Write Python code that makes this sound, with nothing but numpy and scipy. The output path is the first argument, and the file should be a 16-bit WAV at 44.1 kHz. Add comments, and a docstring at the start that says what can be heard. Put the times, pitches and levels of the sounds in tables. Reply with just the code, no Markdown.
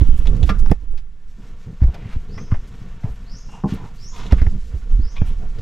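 """Hands work among rubber hoses and a battery in an engine bay, outdoors, close under a hand-held phone.
First gusts buffet the microphones, the phone is bumped, hoses rub, fittings click, a bracket clanks.
The sound ducks after a loud knock at 0.7 s, then recovers; the image closes to near mono. From 2.3 s
a small bird whistles four times in the background. At 3.6 s the battery case is set down and rocks.
From 4.2 s a ribbed hose rasps, gusts and heavy bumps return, and at 5.2 s a steel part pings."""
import sys
import numpy as np
from scipy import signal
from scipy.fft import rfft, irfft
from scipy.io import wavfile
from scipy.ndimage import uniform_filter1d

SR = 44100
rng = np.random.default_rng(int(sys.argv[2]) if len(sys.argv) > 2 else 0)


def to_wav(s):
    """Save 16-bit WAV."""
    ch = np.atleast_2d(s).T  # columns
    pcm = np.round(np.clip(ch, -1, 1) * 32767)  # PCM
    wavfile.write(sys.argv[1], SR, pcm.astype(np.int16))


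N = 247401
T = np.arange(N) / SR

# Steady rubbing level; ducks after the knock at 0.7 s, then recovers.
# Each row: time in seconds, relative level in dB.
RUBBING_LEVEL = [(0, 7), (.72, 1), (.78, -7), (1.08, -14), (1.28, -10.5), (1.46, 0.5), (1.78, -4.5),
                 (1.95, 0), (3.2, 2), (3.45, -0.5), (4.05, 0), (4.4, 6.5), (4.6, -4), (4.9, -1), (5.61, 3)]
# Hose pulls. Each row: start in seconds, length in seconds, judder in dB, scrape in dB.
HOSE_PULLS = [(0, 0.083, -28.5, -59), (0.25, 0.24, -25.5, -68), (0.461, 0.13, -27, -48),
              (0.58, 0.18, -35, -59), (1.375, 0.18, -52, -57), (1.649, 0.12, -39.5, -74),
              (1.848, 0.35, -38.5, -53), (2.26, 0.25, -35, -67), (2.594, 0.39, -40, -62),
              (3.666, 0.13, -31, -42), (3.746, 0.15, -39, -49.5), (4.14, 0.27, -37, -46),
              (4.274, 0.24, -32.5, -50.5), (4.692, 0.095, -43, -60), (5.231, 0.15, -37, -54),
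              (5.368, 0.12, -36, -78), (5.534, 0.23, -42, -58)]
# Sleeve sweeps. Each row: start in seconds, length in seconds, hiss in dB.
SLEEVE_SWEEPS = [(0, 0.12, -71), (.24, 0.27, -71), (1.26, .1, -78), (3.67, 0.12, -64), (3.76, 0.4, -71),
                 (4.12, 0.21, -65), (4.35, 0.68, -70.5)]
# Spectra of rubber, hose skin and sleeve. Each row: frequency in Hz, relative level in dB.
JUDDER_SPECTRUM = [(35, -0.5), (70, 5.5), (130, 4), (200, -4), (300, -10), (450, -16.5), (700, -31),
                   (1500, -41.5)]
SCRAPE_SPECTRUM = [(200, -38), (450, 4), (850, 3), (1300, 4.5), (2000, -1), (3200, -3.5), (4500, -13.5),
                   (7000, -20), (10000, -54)]
HISS_SPECTRUM = [(1500, 10), (3500, 9.5), (5500, 10), (7300, 7.5), (8500, 1), (10500, -5), (12500, -5),
                 (14000, -10.5), (15200, -43)]
# Hose and sleeve slips, plus the low thud of the bump at 5.2 s.
# Each row: peak time in seconds, length in seconds, level in dB, centre in Hz, width in Hz.
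NOISE_SWELLS = [(0.124, 0.17, -58, 3050, 494), (0.185, 0.024, -51, 7900, 7000),
                (0.37, .008, -54, 4500, 6000), (0.477, 0.033, -45.5, 2480, 3980),
                (0.54, 0.076, -44.5, 1270, 350), (0.595, 0.014, -50, 5560, 4960),
                (0.701, 0.0054, -36.5, 1100, 1000), (0.714, 0.0026, -36.5, 9400, 8000),
                (1.885, 0.026, -45.5, 650, 404), (1.965, .05, -48, 730, 300),
                (2.05, 0.15, -53.5, 2160, 1000), (2.130, 0.041, -44.5, 1160, 1740),
                (2.526, 0.018, -35.5, 1080, 348), (2.682, 0.022, -58, 3980, 5950),
                (3.069, 0.048, -47, 780, 400), (3.114, .07, -68.5, 10000, 7000),
                (3.496, 0.007, -38.5, 800, 403), (3.541, 0.083, -60, 6500, 2200),
                (3.546, 0.068, -53.5, 2770, 350), (3.564, 0.056, -43.5, 881, 248),
                (3.711, 0.042, -48, 3280, 2500), (3.744, 0.01, -54, 11500, 4000),
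                (3.835, 0.074, -44.5, 900, 296), (4.201, 0.097, -44.5, 1035, 248),
                (4.223, 0.11, -50, 3430, 1200), (4.26, .006, -34, 395, 250),
                (0.836, 0.023, -49.5, 269, 120.6), (1.395, 0.024, -38.5, 156, 69.5),
                (1.808, 0.0062, -48.5, 700, 900), (3.96, .025, -68, 10500, 6000),
                (4.395, 0.028, -42, 1770, 900), (4.545, 0.05, -20, 135.4, 30), (4.71, .088, -55, 472, 79),
                (5.223, 0.0087, -26, 187, 130), (5.277, 0.032, -54.5, 6800, 6960),
                (5.29, 0.055, -56, 3000, 900), (5.436, 0.033, -47, 690, 129)]
# Ribbed hose. Each row: peak time in seconds, length in seconds, level in dB, catches per second.
HOSE_RASPS = [(0.014, 0.015, -43, 430), (4.184, .05, -45, 300), (4.235, 0.055, -47, 220),
              (4.314, 0.014, -37.5, 720), (5.17, 0.021, -45.5, 730), (5.304, 0.049, -55, 200)]
# Edge under that hose. 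Each row: centre in Hz, width in Hz, gain in dB.
EDGE_MODES = [(985, 220, 4.5), (1470, 200, -5), (2100, 350, -1), (2650, 350, -2.5), (3370, 300, -1),
              (5130, 560, -18.5)]
# Hollows between engine parts. Each row: centre in Hz, width in Hz, strength in thirds of a dB.
BAY_MODES = [(860, 160, -10.5), (1236, 52, -14), (2230, 81, -17), (3460, 92, -9), (3800, 170, -9.5)]
# Phone bumps. Each row: start in seconds, level in dB, nominal pitch in Hz, t60 in seconds.
PHONE_BUMPS = [(.013, -3, 60.6, 0.063), (.085, -24.5, 200, .03), (.191, -13.5, 45, 0.12),
               (.428, -6, 63, 0.13), (.704, -8.5, 64, 0.07), (.715, -6.5, 145.4, 0.023),
               (.717, -16.5, 381, 0.021), (1.817, -6, 71, 0.12), (1.835, -9.5, 72, 0.095),
               (1.885, -15.5, 64, 0.064), (2.055, -24, 74.5, 0.091), (2.814, -31, 124, 0.055),
               (2.161, -14.5, 55.4, .034), (2.521, -8.5, 90, 0.049), (3.040, -15, 106, 0.065),
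               (4.323, -0.5, 53.1, 0.063), (4.324, -11, 140.5, 0.037), (4.325, -22, 514, .025),
               (4.417, -3.5, 47.4, .05), (4.468, -8.5, 58, 0.067), (4.737, -16.5, 64.7, 0.14),
               (4.990, -9.5, 45.3, 0.07), (5.217, -8, 73, 0.025)]
# Fitting contacts. Each row: start in seconds, reference level in dB, weight in dB, sharpness in dB,
# t60 in seconds, left minus right in dB.
FITTING_CLICKS = [(.254, -34.5, -3, 2, 0.064, -1), (.271, -38, 0.5, 4, 0.067, 6),
                  (.429, -40.5, 9, 11, 0.048, -8), (.492, -20, -4.5, 1, 0.076, 0),
                  (.660, -29.5, -5, -2, 0.014, -5.5), (.714, -22, 5, 0.5, 0.022, -4),
                  (.936, -51.5, 7.5, -4, 0.034, -12), (.974, -47, -10, 11.5, 0.081, 1.5),
                  (1.814, -39.5, 1.5, -3.5, 0.071, 4), (1.831, -36.5, 1, -1, 0.095, 6),
                  (1.941, -37, 0.5, 6, 0.066, 2), (2.377, -30.5, -14, -8, 0.092, -8),
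                  (2.515, -28, -7.5, -9, 0.033, -1), (2.539, -32, -1.5, -9, 0.1, 1),
                  (3.033, -39, 2, -3.5, 0.19, -11), (4.321, -20.5, 0, 0.5, 0.037, -7),
                  (4.416, -26.5, -1, -2.5, 0.028, -9), (4.466, -26.5, -4, -12, 0.0093, -10),
                  (5.162, -41, -6, -1, 0.06, 7), (5.215, -32, 2.5, -15, 0.018, -16),
                  (5.584, -45, -10, 10, 0.05, -2)]
# Blows on battery case, steel part, bracket and hose clamp.
# Each row: start in seconds, level in dB, contact time in seconds.
CASE_BLOWS = [(3.638, -18.5, 0.00055), (3.643, -10.5, 0.00097), (3.657, -12.5, 0.0013),
              (3.722, -14, 0.0031), (.499, -14.5, 0.0028)]
STEEL_BLOWS = [(5.166, -38.5, 0.00019), (5.173, -46, 0.00013), (5.181, -40.5, 0.0002)]
BRACKET_BLOWS = [(.492, -21, 0.00019), (.502, -24, 0.00043), (2.378, -39.5, 0.00028), (4.324, -35, 0.00012)]
CLAMP_BLOWS = [(.271, -32, .00006), (.430, -30.5, .00006), (4.265, -39, .0001)]
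# Modes of the same four. Each row: frequency in Hz, relative level in dB, t60 in seconds.
CASE_MODES = [(172, -6.5, 0.16), (197.2, 2.5, 0.14), (260, -4, 0.11), (338.5, -7, .1), (451, -5, 0.048),
              (618, -19, 0.16), (786, -10.5, 0.078), (856, -5.5, 0.081), (1006, -9, 0.096),
              (1056, -9, 0.066), (1480, -17, .04)]
STEEL_MODES = [(1115, -15.5, 0.11), (2335, -8.5, 0.2), (2470, -8.5, 0.11), (2700, -14, .06),
               (2970, -11, 0.07), (3250, -10.5, 0.14), (3540, -10, 0.06), (3870, -16, .05),
               (4380, -20, 0.04)]
BRACKET_MODES = [(664, -9, .06), (747, -7, 0.07), (1110, -10, .08), (1206, -1, 0.11), (1363, -2.5, 0.081),
                 (1710, -5, 0.077), (2040, -10, 0.078), (2423, -3, 0.069), (2630, -5, 0.07),
                 (3310, -1, 0.056), (3900, -3.5, .04)]
CLAMP_MODES = [(2620, -7, 0.071), (2960, -5, 0.043), (3370, 2, 0.027), (3710, -0.5, 0.029),
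               (3940, -4, 0.024), (5300, -12, .03), (6170, -9.5, .03), (7120, -9, 0.036)]
# Breeze at the microphones. Each row: time in seconds, level in dB.
BREEZE_LEVEL = [(0, -9), (.7, -14), (.8, -29), (1.28, -30), (1.5, -32), (2.2, -31), (2.85, -33.5),
                (3.1, -32), (4.15, -29), (4.4, -15), (4.65, -24.5), (5.61, -21.5)]
# Puffs on top of it. Each row: start in seconds, length in seconds, level in dB.
WIND_PUFFS = [(.04, 0.15, -9.5), (.86, 0.15, -19.5), (1.8, 0.11, -12), (2.12, .11, -21), (2.49, .13, -17.5),
              (3.02, 0.13, -24), (3.3, 0.054, -26), (4.88, .22, -9), (5.18, 0.092, -12)]
# Spectra of eddies and distant work site. Each row: frequency in Hz, relative level in dB.
GUST_SPECTRUM = [(7, -13.5), (12, 7.5), (19, 1.5), (26, -3), (40, -5), (70, -19.5), (120, -42), (250, -45),
                 (500, -82)]
SITE_SPECTRUM = [(59, -32.5), (100, 0.5), (206, -11), (400, -26), (512, -23.5), (841, -30), (1660, -25),
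                 (6790, -50), (14000, -60)]
# Bird calls. Each row: start in seconds, level in dB, pitch ratio, contour ceiling in Hz.
BIRD_CALLS = [(2.275, -45.5, 0.96, 6300), (3.25, -41.5, 0.97, 7050), (3.965, -39, 1.02, 7050),
              (4.983, -45, 0.95, 6820)]
# Contour of a call. Each row: age in seconds, nominal pitch in Hz, relative level in dB.
CALL_CONTOUR = [(0, 3900, -23), (.03, 4650, -13), (0.052, 5140, -8), (.075, 5370, -4), (.1, 5655, -2.5),
                (.12, 6260, -5), (.14, 6800, -8.5), (.175, 6400, -20)]
# Stereo width. Each row: time in seconds, side gain in dB.
STEREO_WIDTH = [(1, -0.5), (1.35, -11), (2.0, -38), (3.2, -51), (3.45, -21.5), (4.2, -8)]


def rubbing():
    """Stick-slip: rubber judders coarsely, hose skin scrapes finely, sleeves hiss."""
    level_db, pulls = curve(RUBBING_LEVEL), np.array(HOSE_PULLS)
    judder_gain = strokes(pulls[:, [0, 1, 2]], steady_db=-45.5 + 0.97 * level_db)
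    scrape_gain = strokes(pulls[:, [0, 1, 3]], steady_db=-56 + level_db)
    hiss_gain = strokes(SLEEVE_SWEEPS, steady_db=-75 + 0.74 * level_db)
    releases = catches(2000, 1.75) * undb(2.4 * walk(30))
    grit = bay_hollows(catches(7000, 0.67) * undb(1.54 * walk(45)))
    fibres = catches(12000, 0.67) * undb(1.8 * walk(35))
    judder = colour(releases, JUDDER_SPECTRUM, 110, 450) * judder_gain
    scrape = colour(grit, SCRAPE_SPECTRUM, 600, 3500) * scrape_gain
    hiss = colour(fibres, HISS_SPECTRUM, 7800, 14000) * hiss_gain
    airborne = space(scrape + hiss, t60_s=0.018, wet_db=-2)
    # the exposed right microphone takes more judder
    return pan(space(judder, t60_s=0.042, wet_db=-3.5), -8) + airborne


def noise_swells():
    """Short noise swells: hose and sleeve slips, plus the low thud of a bump."""
    lead_s = 0.25
    out, t = np.zeros(N), T[:SR // 2] - lead_s
    grit = catches(6000, 1.5)
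    for peak_s, length_s, db, hz, width_hz in NOISE_SWELLS:
        patch = rng.choice(grit, len(t))
        noise_band = unit(resonate(resonate(patch, hz, width_hz), hz, 2 * width_hz))
        add(out, peak_s - lead_s, noise_band * swell(t, length_s) * undb(db))
    return space(out, t60_s=0.05, wet_db=-5)


def rasps():
    """A ribbed hose catches and slips on an edge; each release rings it."""
    drive = np.zeros(N)
    for peak_s, length_s, db, rate_hz in HOSE_RASPS:
        releases = unit(catches(rate_hz, 0.6) + 0.5 * noise())
        drive += releases * swell(T - peak_s, length_s) * undb(db)
    edge_gain = np.linalg.norm(edge_ring(signal.unit_impulse(SR // 10)))
    return space(edge_ring(drive) / edge_gain, t60_s=0.04, wet_db=-3)


def edge_ring(x):
    """The edge resonates; soft rubber rounds off the top."""
    ring = sum(undb(db) * resonate(x, hz, width_hz) for hz, width_hz, db in EDGE_MODES)
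    return band(ring, 660, 4500)


def phone_bumps():
    """Each bump swings the phone, slowing as the hand gives way."""
    out, t = np.zeros(N), T[:SR // 4]
    for start_s, db, nominal_hz, t60_s in PHONE_BUMPS:
        pitch_hz = nominal_hz * (0.815 + 0.59 * np.exp(-t / 0.011))
        shudder = unit(band(noise(len(t)), 110, 302, order=3))
        envelope = undb(-60 * t / t60_s) * (1 - np.exp(-t / 0.0028)) ** 2
        swing = (sine(pitch_hz) + undb(-23) * shudder) * envelope
        add(out, start_s, crest(swing, db))
    return pan(space(out, t60_s=0.044, wet_db=-14.5), -10.5)


def fitting_clicks():
    """Contacts chatter in the bay; weight adds body, sharpness adds edge and top."""
    out, t = np.zeros((2, N)), T[:SR // 4]
    bands_hz = (300, 800), (800, 2200), (2200, 5500), (5500, 14000)  # body, clack, edge, top
    for start_s, db, weight_db, sharp_db, t60_s, pan_db in FITTING_CLICKS:
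        chatter = noise(len(t)) * undb(-60 * t / t60_s) * (1 - np.exp(-t / 0.0015))
        chatter = signal.lfilter(*signal.butter(1, 8000, fs=SR), bay_hollows(chatter))
        bands_db = weight_db - 3.5, -6.5, sharp_db - 14, sharp_db - 28.5
        click = sum(crest(band(chatter, *edges_hz, order=3), db + band_db)
                    for edges_hz, band_db in zip(bands_hz, bands_db))
        add(out, start_s, pan(click, pan_db))
    return space(out, t60_s=0.074, wet_db=-9)


def battery_knocks():
    """The hollow case rings as it is set down and rocks."""
    return space(struck(CASE_BLOWS, CASE_MODES), t60_s=0.11, wet_db=-16.5)


def metal_parts():
    """A tapped steel part bounces; clamps hit a bracket and tick on pipework."""
    pings = struck(STEEL_BLOWS, STEEL_MODES)
    clanks = struck(BRACKET_BLOWS, BRACKET_MODES)
    ticks = struck(CLAMP_BLOWS, CLAMP_MODES)
    return space(pings + clanks + ticks, t60_s=0.072, wet_db=-7)


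def struck(blows, modes):
    """Blows ring an object's modes; longer contact loses the high ones."""
    out, t = np.zeros(N), T[:SR // 2]
    for start_s, db, contact_s in blows:
        ring = np.zeros(len(t))
        for hz, mode_db, t60_s in modes:
            detuned_hz = hz * (1 + 0.008 * rng.standard_normal())
            ring += undb(mode_db - 60 * t / t60_s) * np.sin(2 * np.pi * detuned_hz * t)
        push = signal.windows.hann(int(contact_s * SR) + 3)
        add(out, start_s, crest(signal.fftconvolve(ring, push), db))
    return out


def bay_hollows(x):
    """Gaps in the bay ring along with the sound inside them."""
    ring = sum(undb(strength / 3 - 6.5) * resonate(x, hz, width_hz)
               for hz, width_hz, strength in BAY_MODES)
    return 2.2 * x + ring


def wind():
    """Slow eddies press on the microphone ports, mostly the exposed right one."""
    eddies = colour(noise(), GUST_SPECTRUM, 10, 45)
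    pressure = unit(np.tanh(0.68 * eddies))
    breeze_db = curve(BREEZE_LEVEL) + 2.48 * walk(12)
    return pan(pressure * strokes(WIND_PUFFS, breeze_db), -8)


def bird(warble_hz=130, flutter_depth=0.95):
    """A rising, fluttering whistle reflects off nearby walls, then echoes over the site."""
    out, t = np.zeros(N), T[:SR // 5]
    age_s, contour_hz, contour_db = np.transpose(CALL_CONTOUR)
    for start_s, db, ratio, ceiling_hz in BIRD_CALLS:
        flutter, warble = (unit(band(noise(len(t)), 40, 350, order=3)) for _ in range(2))
        pitch_hz = np.minimum(ratio * np.interp(t, age_s, contour_hz), ceiling_hz) + warble_hz * warble
        tone = np.sqrt(2) * unit(1 + flutter_depth * flutter) * sine(pitch_hz)
        add(out, start_s, tone * undb(db + np.interp(t, age_s, contour_db, right=-100)))
    near = space(out, t60_s=0.3, wet_db=-4.5)[0]
    return space(near, t60_s=0.86, wet_db=1)


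def site(level_db=-61.5):
    """Faint, even wash of the distant work site."""
    wash = colour(noise(), SITE_SPECTRUM, 150, 8000)
    return space(wash * undb(level_db + walk(2.1)), t60_s=0.1, wet_db=-10.5)


def catches(rate_hz, spread_db):
    """Random stick-slip releases, a few much stronger than the rest."""
    releases = (rng.random(N) < rate_hz / SR) * noise()
    return unit(releases * undb(spread_db * np.minimum(rng.exponential(size=N), 4)))


def strokes(rows, steady_db, attack_share=0.21, release_share=0.33):
    """Gain of a steady level plus strokes that swell, hold and fade."""
    corners = np.array([0, attack_share, 1 - release_share, 1])
    power = sum((undb(db) * np.interp(T, start_s + length_s * corners, [0, 1, 1, 0])) ** 2
                for start_s, length_s, db in rows)
    return np.sqrt(undb(steady_db) ** 2 + power)


def swell(t, length_s):
    """Gaussian envelope about t = 0."""
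    return np.exp(-0.5 * np.minimum((t / (length_s / 2)) ** 2, 60))


def space(x, t60_s, wet_db):
    """Direct sound plus dense reflections, different at each microphone."""
    t = T[:min(int(t60_s * SR) + 256, SR)]
    tails = noise((2, SR))[:, :len(t)] * undb(-60 * t / t60_s) * (t > 0.002)
    tails /= np.sqrt(np.sum(tails ** 2, axis=1, keepdims=True))
    wet = signal.oaconvolve(np.atleast_2d(x), tails, axes=1)[:, :N]
    return (x + undb(wet_db) * wet) / np.hypot(1, undb(wet_db))


def colour(x, points, lo_hz, hi_hz):
    """Shape the spectrum; rms 1 between the edges."""
    hz, db = np.transpose(points)
    bins_hz = np.arange(N // 2 + 1) * SR / N
    spectrum = rfft(x) * undb(np.interp(np.log(bins_hz + 1), np.log(hz), db, left=-120, right=-120))
    in_band = spectrum[(bins_hz > lo_hz) & (bins_hz < hi_hz)]
    return irfft(spectrum, N) * N / np.sqrt(2 * np.sum(abs(in_band) ** 2))


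def band(x, lo_hz, hi_hz, order=2):
    """Band-pass."""
    return signal.sosfilt(signal.butter(order, [lo_hz, hi_hz], "band", fs=SR, output="sos"), x)


def resonate(x, hz, width_hz):
    """One resonance, gain 1 at centre."""
    return signal.lfilter(*signal.iirpeak(hz, hz / width_hz, fs=SR), x)


def sine(pitch_hz):
    """Sine along a pitch curve."""
    return np.sin(2 * np.pi * np.cumsum(pitch_hz) / SR)


def noise(shape=N):
    """White noise."""
    return rng.standard_normal(shape)


def walk(rate_hz):
    """Smooth random drift, rms 1."""
    hold = int(SR / rate_hz)
    steps = np.repeat(noise(N // hold + 1), hold)
    return unit(uniform_filter1d(steps, hold)[:N])


def curve(table):
    """Breakpoints to one value a sample."""
    return np.interp(T, *np.transpose(table))


def undb(db):
    """Decibels to gain."""
    return 10 ** (np.asarray(db) / 20)


def unit(x):
    """Scale to rms 1."""
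    return x / np.sqrt(np.mean(x ** 2))


def crest(x, db):
    """Scale the loudest 6 ms to this level."""
    return x * undb(db) / np.sqrt(uniform_filter1d(x ** 2, size=256).max())


def pan(x, db):
    """Place by left minus right level."""
    gains = np.array([[undb(db / 2)], [undb(-db / 2)]])
    return x * gains / gains.mean()


def add(out, start_s, x):
    """Mix x in, cropped to the scene."""
    i = int(start_s * SR)
    out[..., max(i, 0):i + x.shape[-1]] += x[..., max(-i, 0):N - i]


def scene():
    """Stereo mix above the engine bay."""
    return (battery_knocks() + metal_parts() + wind() + rubbing() + phone_bumps()
            + fitting_clicks() + noise_swells() + rasps() + bird() + site())


def record(dry):
    """The ports add sheen; the phone narrows the image for a while, flattens peaks and cuts the top."""
    ported = dry + undb(-5.5) * resonate(dry, hz=12850, width_hz=520)
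    mid = (ported[0] + ported[1]) / 2
    side = (ported[0] - ported[1]) / 2 * undb(curve(STEREO_WIDTH))
    stereo = np.array([mid + side, mid - side])
    clipped = stereo / (1 + stereo ** 16) ** (1 / 16)
    return signal.sosfilt(signal.ellip(10, 0.2, 90, 15500, fs=SR, output="sos"), clipped)


dry = scene()
out = record(dry)
to_wav(out)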